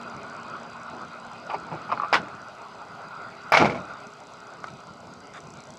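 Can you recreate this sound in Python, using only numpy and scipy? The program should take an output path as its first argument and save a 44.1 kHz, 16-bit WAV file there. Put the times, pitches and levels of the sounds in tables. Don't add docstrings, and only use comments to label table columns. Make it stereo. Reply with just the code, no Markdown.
import sys
import numpy as np
from scipy import signal
from scipy.fft import rfft, irfft
from scipy.io import wavfile
from scipy.ndimage import uniform_filter1d

SR = 44100
rng = np.random.default_rng(int(sys.argv[2]) if len(sys.argv) > 2 else 0)


def volts_from_decibels(level):
    exponent = np.asarray(level, float) / 20
    return 10 ** exponent


def transcribe(signal):
    frames = np.atleast_2d(signal).T
    limited = np.clip(frames, -1, 1)
    pcm = np.round(limited * 32767).astype(np.int16)
    wavfile.write(sys.argv[1], SR, pcm)


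N = 254898


def add(mix, s, sound):
    part = mix[..., round(s * SR):][..., :sound.shape[-1]]
    part += sound[..., :part.shape[-1]]


def evened(x):
    return x / np.sqrt(np.mean(x ** 2) + 1e-20)


def read(points, hz):
    f, value = np.transpose(points)
    return np.interp(np.log(hz + 1), np.log(f + 1), value)


def bump(hz, centre_hz, width_hz):
    return 1 / (1 + (2 * (hz - centre_hz) / width_hz) ** 2)


def rings(modes, rise, size):
    t = np.arange(size) / SR
    tone = sum(volts_from_decibels(db - 60 * t / t60) * np.sin(2 * np.pi * hz * t) for hz, db, t60 in modes)
    return tone * (1 - np.exp(-(t / rise) ** 2))


def coloured(x, db):
    log_gain = np.log(volts_from_decibels(np.r_[db, db[-2:0:-1]]))
    response = np.exp(np.conj(signal.hilbert(log_gain)))
    taps = np.fft.ifft(response).real[:len(db)]
    return signal.oaconvolve(x, taps[None] / np.linalg.norm(taps), axes=1)[:, :N]


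def pair():
    return rng.standard_normal((N, 2)).T


def yard():
    # t/s, traffic level/dB, nearness of the machine/dB
    activity = [(0, -1.5, -2.5), (.4, -2.5, 0.5), (.95, -3, -1.5), (1.2, -6.5, -5), (1.7, -1, -3.5),
                (2.2, -5, 0), (2.5, -7.5, -5.5), (3.06, -8, -6.5), (3.3, -5.5, -3), (3.9, -5.5, -3),
                (4.2, -9.5, -10), (4.65, -5.5, -9), (4.95, -3.5, -16.5), (5.35, -4.5, -17), (5.78, -2, -16)]
    # f/Hz, level/dB per Hz
    mid_colour = [(15, -67), (25, -48), (38, -32), (125, -8.5), (202, -6.5), (237, -7.5), (278, -12.5),
                  (515, -11), (1350, -2), (1720, -21.5), (2500, -18), (3010, -23), (4750, -26.5),
                  (7890, -42.5), (15000, -60)]
    side_colour = [(15, -81), (25, -49), (172, -16), (438, -19), (769, -12.5), (952, -7.5), (1090, -6),
                   (1460, 2.5), (1720, -13), (2500, -12.5), (2930, -24), (3830, -19), (5570, -36),
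                   (7890, -39.5), (15000, -68)]
    # f/Hz, share
    side_lean = [(60, 0.14), (200, 0.46), (700, -0.2), (1270, 0.6), (2340, -0.76), (4300, 0.19),
                 (8000, -0.38)]
    # f/Hz, width/Hz, middle level/dB, difference level/dB
    casing = [(208, 25, -1.5, -2.5), (653, 124, 5, 3), (1454, 195, 7.5, 3.5), (2512, 60, 7.5, 3),
              (3990, 200, 5, -0.5), (4750, 370, 5.5, 4), (5630, 200, -8.5, 3), (6000, 570, 1, 2),
              (7760, 660, 3.5, -3), (2080, 190, 4.5, -3.5)]
    roar_shares = (0.13, 0.29)
    hiss_shares = (0.39, 0.22)

    frames, hz = N // 256 + 5, np.fft.rfftfreq(1024, 1 / SR)
    a, b, c, d, patches = rng.standard_normal((frames, 513, 5)).T
    patches = uniform_filter1d(uniform_filter1d(patches, 10, 0), 10, 1)
    patches = 2.5 * evened(patches)
    s, *levels = np.transpose(activity)
    drive = np.array([np.interp(np.arange(frames) * 256 / SR, s, v) for v in levels])
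    traffic, whirr = drive
    rumble = traffic + 8.5
    roar, hiss = np.dot(roar_shares, drive), np.dot(hiss_shares, drive)

    f = hz[:, None]
    deep = 1 / (1 + (f / 90) ** 4)
    low = 1 / (1 + (f / 450) ** 4)
    upper = 1 / (1 + (1100 / (f + 1)) ** 8)
    high = 1 / (1 + (1700 / (f + 1)) ** 8)
    top = 1 / (1 + (5200 / (f + 1)) ** 6)
    outer = (low - 0.85 * deep) * rumble + (1 - low - upper) * roar
    outer = outer + (upper - high) * whirr
    outer = outer + high * (1 - top) * hiss
    outer = outer + patches - 2.93 * low - 4.5 * deep - 8.6 * bump(f, 15400, 3200)
    outer = outer + 0.47 * bump(f, 2530, 250) * (whirr - hiss)

    mid_db = read(mid_colour, hz) + sum(m * bump(hz, f0, w) for f0, w, m, _ in casing)
    side_db = read(side_colour, hz) + 1.5 + sum(v * bump(hz, f0, w) for f0, w, _, v in casing)
    lean = np.clip(read(side_lean, hz), -1, 1)[:, None]
    mid = (a + 1j * b) * volts_from_decibels(mid_db[:, None] + outer)
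    side = lean * (a + 1j * b) + np.sqrt(1 - lean ** 2) * (c + 1j * d)
    uneven = 0.21 * (1 - low) * (0.5 - top) * (whirr - roar)
    side = side * volts_from_decibels(side_db[:, None] + outer + uneven)
    out = signal.istft(np.array([mid + side, mid - side]), nperseg=1024, noverlap=768)[1][:, :N]
    return volts_from_decibels(-35.5) * out / np.std(out[:, :SR // 4])


def machines():
    # f/Hz, width/Hz
    hums = [
        (235, 1),
        (410, 6),
    ]
    # t/s, first hum level/dB, second hum level/dB
    hum_levels = [(0, -50.5, -59), (1.4, -55, -72), (1.9, -98, -67), (3, -65.5, -55.5), (4.5, -69, -63.5),
                  (5.78, -57, -61.5)]
    s, *levels = np.transpose(hum_levels)
    hz, t = np.fft.rfftfreq(N, 1 / SR), np.arange(N) / SR
    out = np.zeros(N)
    for (f, width), db in zip(hums, levels):
        line = evened(irfft(rfft(rng.standard_normal(N)) * bump(hz, f, width), N))
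        out += line * volts_from_decibels(np.interp(t, s, db))
    return out


def lens():
    # t/s, effort peak level/dB, loaded phase/steps (wraps every 4), pull of opposite phase/dB
    steps = [(0, -40, 0.7, -11), (.45, -41, 0.8, -8), (.65, -46.5, 0.87, 0), (.92, -40, 0.81, -8),
             (1.05, -47, 0.11, 2), (1.25, -41, -1.4, -14), (1.6, -42.5, -1.4, -9.5), (1.9, -48, 0.4, -3),
             (2.25, -43, 0.33, -14), (2.8, -48.5, 0.097, 0), (3.4, -43, 0.5, -16), (3.8, -42, 0.54, -1),
             (3.95, -42.5, -1.15, -7), (4.55, -42.5, -1.1, -7), (4.7, -42.5, -1, 0),
             (4.9, -45.5, -1.05, -5), (5.3, -41.5, -1.2, -11), (5.5, -36.5, -1, -4), (5.78, -44, -1, 5)]
    # f/Hz, level/dB, t60/s
    step_ring = [(5796, 2.5, 0.0059), (6810, -5.5, 0.01), (7760, 0.5, 0.0054), (5360, 2, 0.0041),
                 (11000, -18.5, 0.0049)]
    # t/s, rms level/dB
    whine_levels = [(0, -60.5), (1.5, -66), (2.1, -84), (2.6, -72), (3.1, -61.5), (4.5, -68), (5.78, -66.5)]
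    first_s, rate_hz, phases = .0153, 59.94, 4
    fall_db = 29.5
    spread_db, colour_db = 1.2, 1.8

    times = np.arange(first_s, N / SR, 1 / rate_hz)
    s, *controls = np.transpose(steps)
    effort_db, loaded, opposite_db = (np.interp(times, s, v) for v in controls)
    away = np.sin(np.pi * (np.arange(len(times)) - loaded) / phases) ** 2
    pull = volts_from_decibels(-fall_db * away) + volts_from_decibels(opposite_db - fall_db * (1 - away))
    pull = volts_from_decibels(effort_db) * pull
    chance, ticks = rng.standard_normal((len(times), 1 + len(step_ring))), np.zeros(N)
    for k, at in enumerate(times):
        modes = [(hz, db + colour_db * c, t60) for (hz, db, t60), c in zip(step_ring, chance[k, 1:])]
        strength = pull[k] * volts_from_decibels(3.5 + spread_db * chance[k, 0])
        add(ticks, at, strength * rings(modes, 0.00043, size=400))

    t = np.arange(N) / SR
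    gate = uniform_filter1d(((t - first_s) * rate_hz % 2 > 1.15) * 1., 80)
    waver = 1 + .5 * evened(uniform_filter1d(rng.standard_normal(N), 300))
    whine = np.sqrt(2) * np.sin(2 * np.pi * 4780 * t) * gate * waver
    whine = whine * volts_from_decibels(np.interp(t, *np.transpose(whine_levels)))
    return ticks * volts_from_decibels(np.array([[-5.], [0.]])) + whine * volts_from_decibels(np.array([[.1], [-2.]]))


def fingers():
    # t/s, peak level/dB, length/s, rub level/dB, nail tick level/dB
    contacts = [
        (0.012, -41, .002, -10, 11),
        (0.023, -44, .005, -3, 10),
        (4.641, -16, 0.0021, -12, -11),
        (4.6429, -22, 0.0016, -13, -25),
        (4.682, -40, 0.002, -7, 7),
    ]
    # f/Hz, level/dB, t60/s, difference level/dB
    body_ring = [(1316, 4.5, 0.018, 2), (750, -0.5, 0.012, -5), (2150, -2, 0.0073, 12),
                 (3700, -13, 0.0034, 11), (4630, -16, .004, 0)]
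    # t/s, level/dB, f/Hz, t60/s
    creaks = [
        (4.657, -40, 1325, .06),
        (4.667, -36, 1330, .05),
        (4.676, -30, 1330, .05),
        (4.683, -31, 2290, 0.017),
    ]
    nail_hz, nail_t60 = 1900, 0.019

    push, ticks, t = np.zeros(N), np.zeros((2, N)), np.arange(1000) / SR
    for s, db, length, rub_db, nail_db in contacts:
        rub = volts_from_decibels(rub_db) * rng.standard_normal(4000)[:round(length * SR)] * 0.16
        rub *= signal.windows.tukey(len(rub), .4)
        rub[0] = 1
        add(push, s, volts_from_decibels(db) * rub)
        nail = volts_from_decibels(db + nail_db - 60 * t / nail_t60) * rng.standard_normal((1000, 2)).T
        add(ticks, s + 0.0011, nail)
    mid_ring = rings([m[:3] for m in body_ring], 0.0018, size=2000)
    mid = signal.oaconvolve(push, mid_ring)[:N]
    for s, db, hz, t60 in creaks:
        add(mid, s, rings([(hz, db, t60)], .003, size=3000))
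    side_ring = rings([(f * 1.06, db + v, t60) for f, db, t60, v in body_ring], .0018, size=2000)
    side = signal.oaconvolve(push, side_ring)[:N]
    nail_band = signal.butter(2, [nail_hz, 2.43 * nail_hz], "band", fs=SR, output="sos")
    return np.array([mid + side, mid - side]) + signal.sosfilt(nail_band, ticks)


def scuff():
    # f/Hz, level/dB per Hz
    slide_colour = [(530, -53), (900, -16), (1340, 1.5), (1450, -6.5), (1780, -9.5), (3100, -24),
                    (3640, -14), (4190, -32), (6830, -27), (12000, -52), (15600, -81), (22000, -120)]
    start_s, length_s, level_db = 5.325, 0.078, -42
    stroke = np.zeros(N)
    add(stroke, start_s, volts_from_decibels(level_db) * signal.windows.tukey(round(length_s * SR), .7))
    a, b = stroke * coloured(pair(), read(slide_colour, np.fft.rfftfreq(2048, 1 / SR)))
    return np.array([a + 2.0 * b, a - 1.7 * b])


def shell():
    # t/s, rms level/dB, rise/s, t60/s
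    booms = [
        (1.71, -35, 0.011, 0.31),
        (2.14, -25.5, 0.05, 0.37),
        (3.525, -23, 0.05, 0.36),
        (3.588, -16, 0.024, 0.5),
        (3.72, -39, 0.065, 0.5),
    ]
    # t/s, peak level/dB, f/Hz
    flexes = [(1.54, -30, 410), (1.721, -37, 157), (1.74, -32, 335), (2.141, -28, 315), (2.19, -28, 204),
              (2.219, -32, 299), (3.527, -32, 164), (3.596, -16.5, 240), (3.6, -28, 114),
              (3.61, -15.5, 342), (3.612, -20, 465), (3.628, -17.5, 209), (3.645, -21.5, 165),
              (3.684, -25, 232), (3.725, -29.5, 246), (3.752, -29.5, 194)]
    # f/Hz, level/dB per Hz
    boom_colour = [(15, -71), (25, -34), (59, -17.5), (129, -1.5), (206, -2.5), (362, -5.5), (555, -6.5),
                   (671, -1.5), (769, -15), (824, -10), (1500, -20), (1950, -31), (3300, -120)]
    swell, thuds, t = np.zeros(N), np.zeros(N), np.arange(SR) / SR
    for s, db, rise, t60 in booms:
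        add(swell, s, volts_from_decibels(db - 60 * t / t60) * (1 - np.exp(-(t / rise) ** 2)))
    for s, db, hz in flexes:
        t60 = 0.093 * (200 / hz) ** 0.26
        add(thuds, s, rings([(hz, db + 5.5, t60)], 0.008, size=SR // 2))
    return thuds, swell * coloured(pair(), read(boom_colour, np.fft.rfftfreq(8192, 1 / SR)))


def snaps():
    # t/s, peak level/dB, ring f/Hz, crack level/dB
    contacts = [(1.4965, -43, 4770, -27), (1.5438, -37.5, 5000, -25), (1.549, -36, 4700, -30),
                (1.918, -33.5, 3780, -25), (1.923, -38, 5200, -24.5), (2.1282, -17.5, 4960, -41),
                (2.132, -30, 3380, -16), (2.144, -24, 5200, -23), (3.521, -18.5, 5020, -13.5),
                (3.546, -23, 5100, -17), (3.572, -27, 4700, -16)]
    ring_t60, crack_t60, crack_hz = 0.015, 0.0065, 6960
    ring, spit, t = np.zeros(N), np.zeros(N), np.arange(1000) / SR
    for s, db, hz, crack_db in contacts:
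        add(ring, s, rings([(hz, db, ring_t60)], 0.00067, size=1000))
        add(spit, s, volts_from_decibels(db + crack_db + 6 - 60 * t / crack_t60))
    bright = signal.butter(2, crack_hz, "high", fs=SR, output="sos")
    return ring, signal.sosfilt(bright, pair() * spit)


def latch(rows, plate, colour, rise, hold, mute, ring_t60, upper_db, skin_db, treble_t60,
          fizz_db, crack_db, rattle_db, t60):
    # f/Hz, width/Hz, level/dB
    skin = [(684, 38, 3), (700, 31, -13), (835, 18, 13), (930, 40, 2.5), (1170, 20, 7), (1370, 17, 3.5),
            (1474, 8.5, -4), (2176, 38, -1.5), (3000, 140, 0)]
    harder_brighter = np.array([[1.], [1.1], [2.3]])
    rattle_with_plate = np.array([[.22], [.45], [.45]])

    clean, shake = np.zeros(N), np.zeros((3, N))
    t, knock_t = np.arange(SR // 2) / SR, np.arange(4000) / SR
    damping = 1 - np.clip(mute, 0, 1) * (1 - np.exp(-(knock_t / hold) ** 4))
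    lasting = t60 * np.array([[1], [treble_t60], [0.2 * treble_t60]])
    shifts = 1 + .018 * rng.standard_normal((len(rows), len(plate)))
    for (s, peak_db, hz, plate_db), shift in zip(rows, shifts):
        knock = rings([(hz, 0, ring_t60), (1.537 * hz, upper_db, ring_t60)], rise, size=4000)
        knock = knock * damping
        add(clean, s, volts_from_decibels(peak_db - 3.0) * knock / abs(knock).max())
        plate_modes = [(f * k, d, plate_t60) for (f, d, plate_t60), k in zip(plate, shift)]
        add(clean, s, volts_from_decibels(peak_db + plate_db) * rings(plate_modes, 0.0005, size=4000))
        shake_db = harder_brighter * peak_db + rattle_db + rattle_with_plate * plate_db
        add(shake, s, volts_from_decibels(2 * (shake_db - 60 * t / lasting)))
    body, fizz, crack = np.sqrt(signal.lfilter([1 / 40], [1, -39 / 40], shake))

    hz = np.fft.rfftfreq(8192, 1 / SR)
    skin_power = sum(volts_from_decibels(2 * (skin_db + d)) * bump(hz, f, w) for f, w, d in skin)
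    db = read(colour, hz) + 10 * np.log10(1 + skin_power)
    grit = pair() * volts_from_decibels(0.89 * uniform_filter1d(rng.standard_normal(N), 60) * np.sqrt(60))
    low = signal.sosfilt(signal.butter(2, 3000, fs=SR, output="sos"), grit)
    top = signal.sosfilt(signal.butter(4, 9000, "high", fs=SR, output="sos"), grit)
    rattle = low * body + (grit - low - top) * fizz * volts_from_decibels(fizz_db) + top * crack * volts_from_decibels(crack_db)
    return clean, coloured(rattle, db)


def handle():
    # t/s, peak level/dB, ring f/Hz, plate ring level/dB
    blows = [(1.4975, -15, 773, -14), (1.5015, -21.5, 980, -1), (1.505, -21.5, 990, -4),
             (1.515, -29, 900, -5), (1.527, -21, 1000, -15), (1.5345, -16, 820, -21),
             (1.54, -11.5, 760, -21), (1.5435, -10.5, 775, -21), (1.547, -17.5, 934, -19),
             (1.554, -21, 910, -29), (1.7145, -20, 810, -16), (1.7215, -19.5, 810, -15),
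             (1.726, -20.5, 844, -20), (1.738, -23.5, 595, -22), (1.742, -23, 660, -22),
             (1.756, -26, 895, -18), (1.891, -24, 865, -14), (1.896, -21.5, 940, -18),
             (1.901, -19.5, 1130, -11), (1.908, -27, 1170, -18), (1.9162, -9.5, 1215, -19),
             (1.9225, -5.5, 1058, -19.5), (1.929, -16, 1026, -24), (1.935, -19, 1030, -18),
             (1.974, -16.5, 1350, -19), (1.998, -7.5, 1170, -43), (2.006, -17, 1170, -34),
             (2.019, -12.5, 1150, -36), (2.033, -8.5, 1152, -37), (2.039, -19, 1220, -40),
             (2.045, -13, 1170, -28), (2.052, -22, 1200, -32), (2.057, -22, 1210, -40)]
    # f/Hz, level/dB, t60/s
    plate = [(1900, -3, 0.01), (2420, -1, 0.018), (2920, -4.5, 0.013), (4680, -10, 0.0089)]
    # f/Hz, level/dB per Hz
    colour = [(88, -50), (150, -29), (336, -7.5), (713, -1), (810, -4.5), (1190, -3.5), (1570, -22.5),
              (2350, -16), (3320, -39), (5260, -38), (12000, -80), (15600, -105), (22000, -120)]
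    button_db = -3.5
    return latch(np.add(blows, [0, button_db, 0, 0]), plate, colour, rise=0.0018, hold=0.0041, mute=0.67,
                 ring_t60=0.035, upper_db=-24.5, skin_db=0.5, treble_t60=0.68, fizz_db=19.0,
                 crack_db=11, rattle_db=-16.5, t60=0.12)


def release():
    # t/s, peak level/dB, ring f/Hz, plate ring level/dB
    blows = [(2.1272, -4.5, 786, -19), (2.1335, -7, 1450, -7.5), (2.1365, -15, 990, -9),
             (2.1415, -9, 1380, -3.5), (2.1465, -13.5, 1190, -12), (2.1525, -8, 1410, -17),
             (2.158, -15, 800, -17), (2.164, -17, 1180, -11), (2.171, -20.5, 1200, -15),
             (2.179, -26, 1290, -12), (2.282, -29, 1420, -32)]
    # f/Hz, level/dB, t60/s
    plate = [(2000, -3, 0.027), (2290, -6, 0.028), (5010, -14, 0.0092)]
    # f/Hz, level/dB per Hz
    colour = [(88, -55), (150, -14), (364, -17.5), (450, 1.5), (515, -6.5), (818, -3.5), (1160, 1),
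              (1300, -14), (1460, 5), (1770, -9), (2060, -8.5), (5100, -21.5), (15000, -70)]
    return latch(blows, plate, colour, rise=0.0011, hold=.003, mute=0.84, ring_t60=0.017, upper_db=-8,
                 skin_db=-3.5, treble_t60=0.95, fizz_db=8.5, crack_db=14, rattle_db=-10.0, t60=0.11)


def slam():
    # t/s, peak level/dB, ring f/Hz, plate ring level/dB
    blows = [(3.5198, -3.5, 780, -19), (3.525, -7.5, 1180, -5), (3.531, -10, 910, -10),
             (3.536, -5.5, 1210, -12), (3.539, -2, 970, -16), (3.5452, -2.5, 840, -14),
             (3.549, -9, 1100, 0), (3.561, -12, 1190, -9), (3.567, -8.5, 990, -12), (3.5707, -1.5, 752, -1),
             (3.581, -19, 670, -4), (3.597, -12.5, 980, 2), (3.606, -10, 770, -5), (3.611, -10.5, 700, -11),
             (3.617, -5, 800, -20), (3.624, -4.5, 820, -22), (3.637, -10.5, 830, -31),
             (3.646, -13, 624, -3), (3.655, -10.5, 700, -6.5), (3.661, -12, 910, -18),
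             (3.675, -18, 530, -9), (3.697, -18, 510, -2.5), (3.708, -20, 790, -7), (3.721, -25.5, 513, 0),
             (3.746, -25.5, 730, -4.5), (3.752, -23, 670, -10), (3.774, -29.5, 684, -3)]
    # f/Hz, level/dB, t60/s
    plate = [(2227, -3.5, 0.029), (2300, -15, 0.078), (4830, -20, 0.005)]
    # f/Hz, level/dB per Hz
    colour = [(88, -43), (150, -11), (247, -26), (464, -5.5), (748, 0), (839, -8), (923, -8), (1020, -7),
              (1380, -2), (1800, -10), (2270, -5.5), (2850, -17), (5570, -22.5), (14500, -68.5)]
    return latch(blows, plate, colour, rise=0.0011, hold=0.0031, mute=0.68, ring_t60=0.026, upper_db=-6.0,
                 skin_db=2.0, treble_t60=0.88, fizz_db=7.5, crack_db=25.5, rattle_db=-12.5, t60=0.11)


def door():
    # f/Hz, likeness (0-1)
    likeness = [(40, 1), (150, 0.99), (600, 0.95), (1400, 0.9), (2500, 0.87), (5000, 0.62), (9000, 0.75),
                (14000, 0.3)]
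    # f/Hz, level/dB
    balance = [(60, 0), (150, 0.5), (380, 2), (940, 1), (2340, -5), (5860, -5.5), (14700, -4)]
    # f/Hz, phase/radians
    lead = [(100, 0.38), (1380, -0.44), (4740, -1.08), (8000, -0.67)]
    parts = [handle(), release(), slam(), shell(), snaps()]
    clean = rfft(sum(p[0] for p in parts))
    a, b = rfft(sum(p[1] for p in parts))
    hz = np.fft.rfftfreq(N, 1 / SR)
    apart = np.sqrt(np.clip(1 - read(likeness, hz), 0, 1) / 2)
    tilt = volts_from_decibels(read(balance, hz) / 2) * np.exp(.5j * read(lead, hz))
    shared = clean + a * np.sqrt(1 - apart ** 2)
    return irfft([(shared + apart * b) * tilt, (shared - apart * b) / tilt], N)


def scene():
    return door() + yard() + machines() + lens() + fingers() + scuff()


def low_pass(x):
    return signal.sosfilt(signal.butter(12, 15260, fs=SR, output="sos"), x)


def record(dry):
    limited = dry / (1 + dry ** 8) ** (1 / 8)
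    mix = signal.oaconvolve(limited, signal.firwin(127, 15200, fs=SR)[None], "same")
    return low_pass(mix)


dry = scene()
out = record(dry)
transcribe(out)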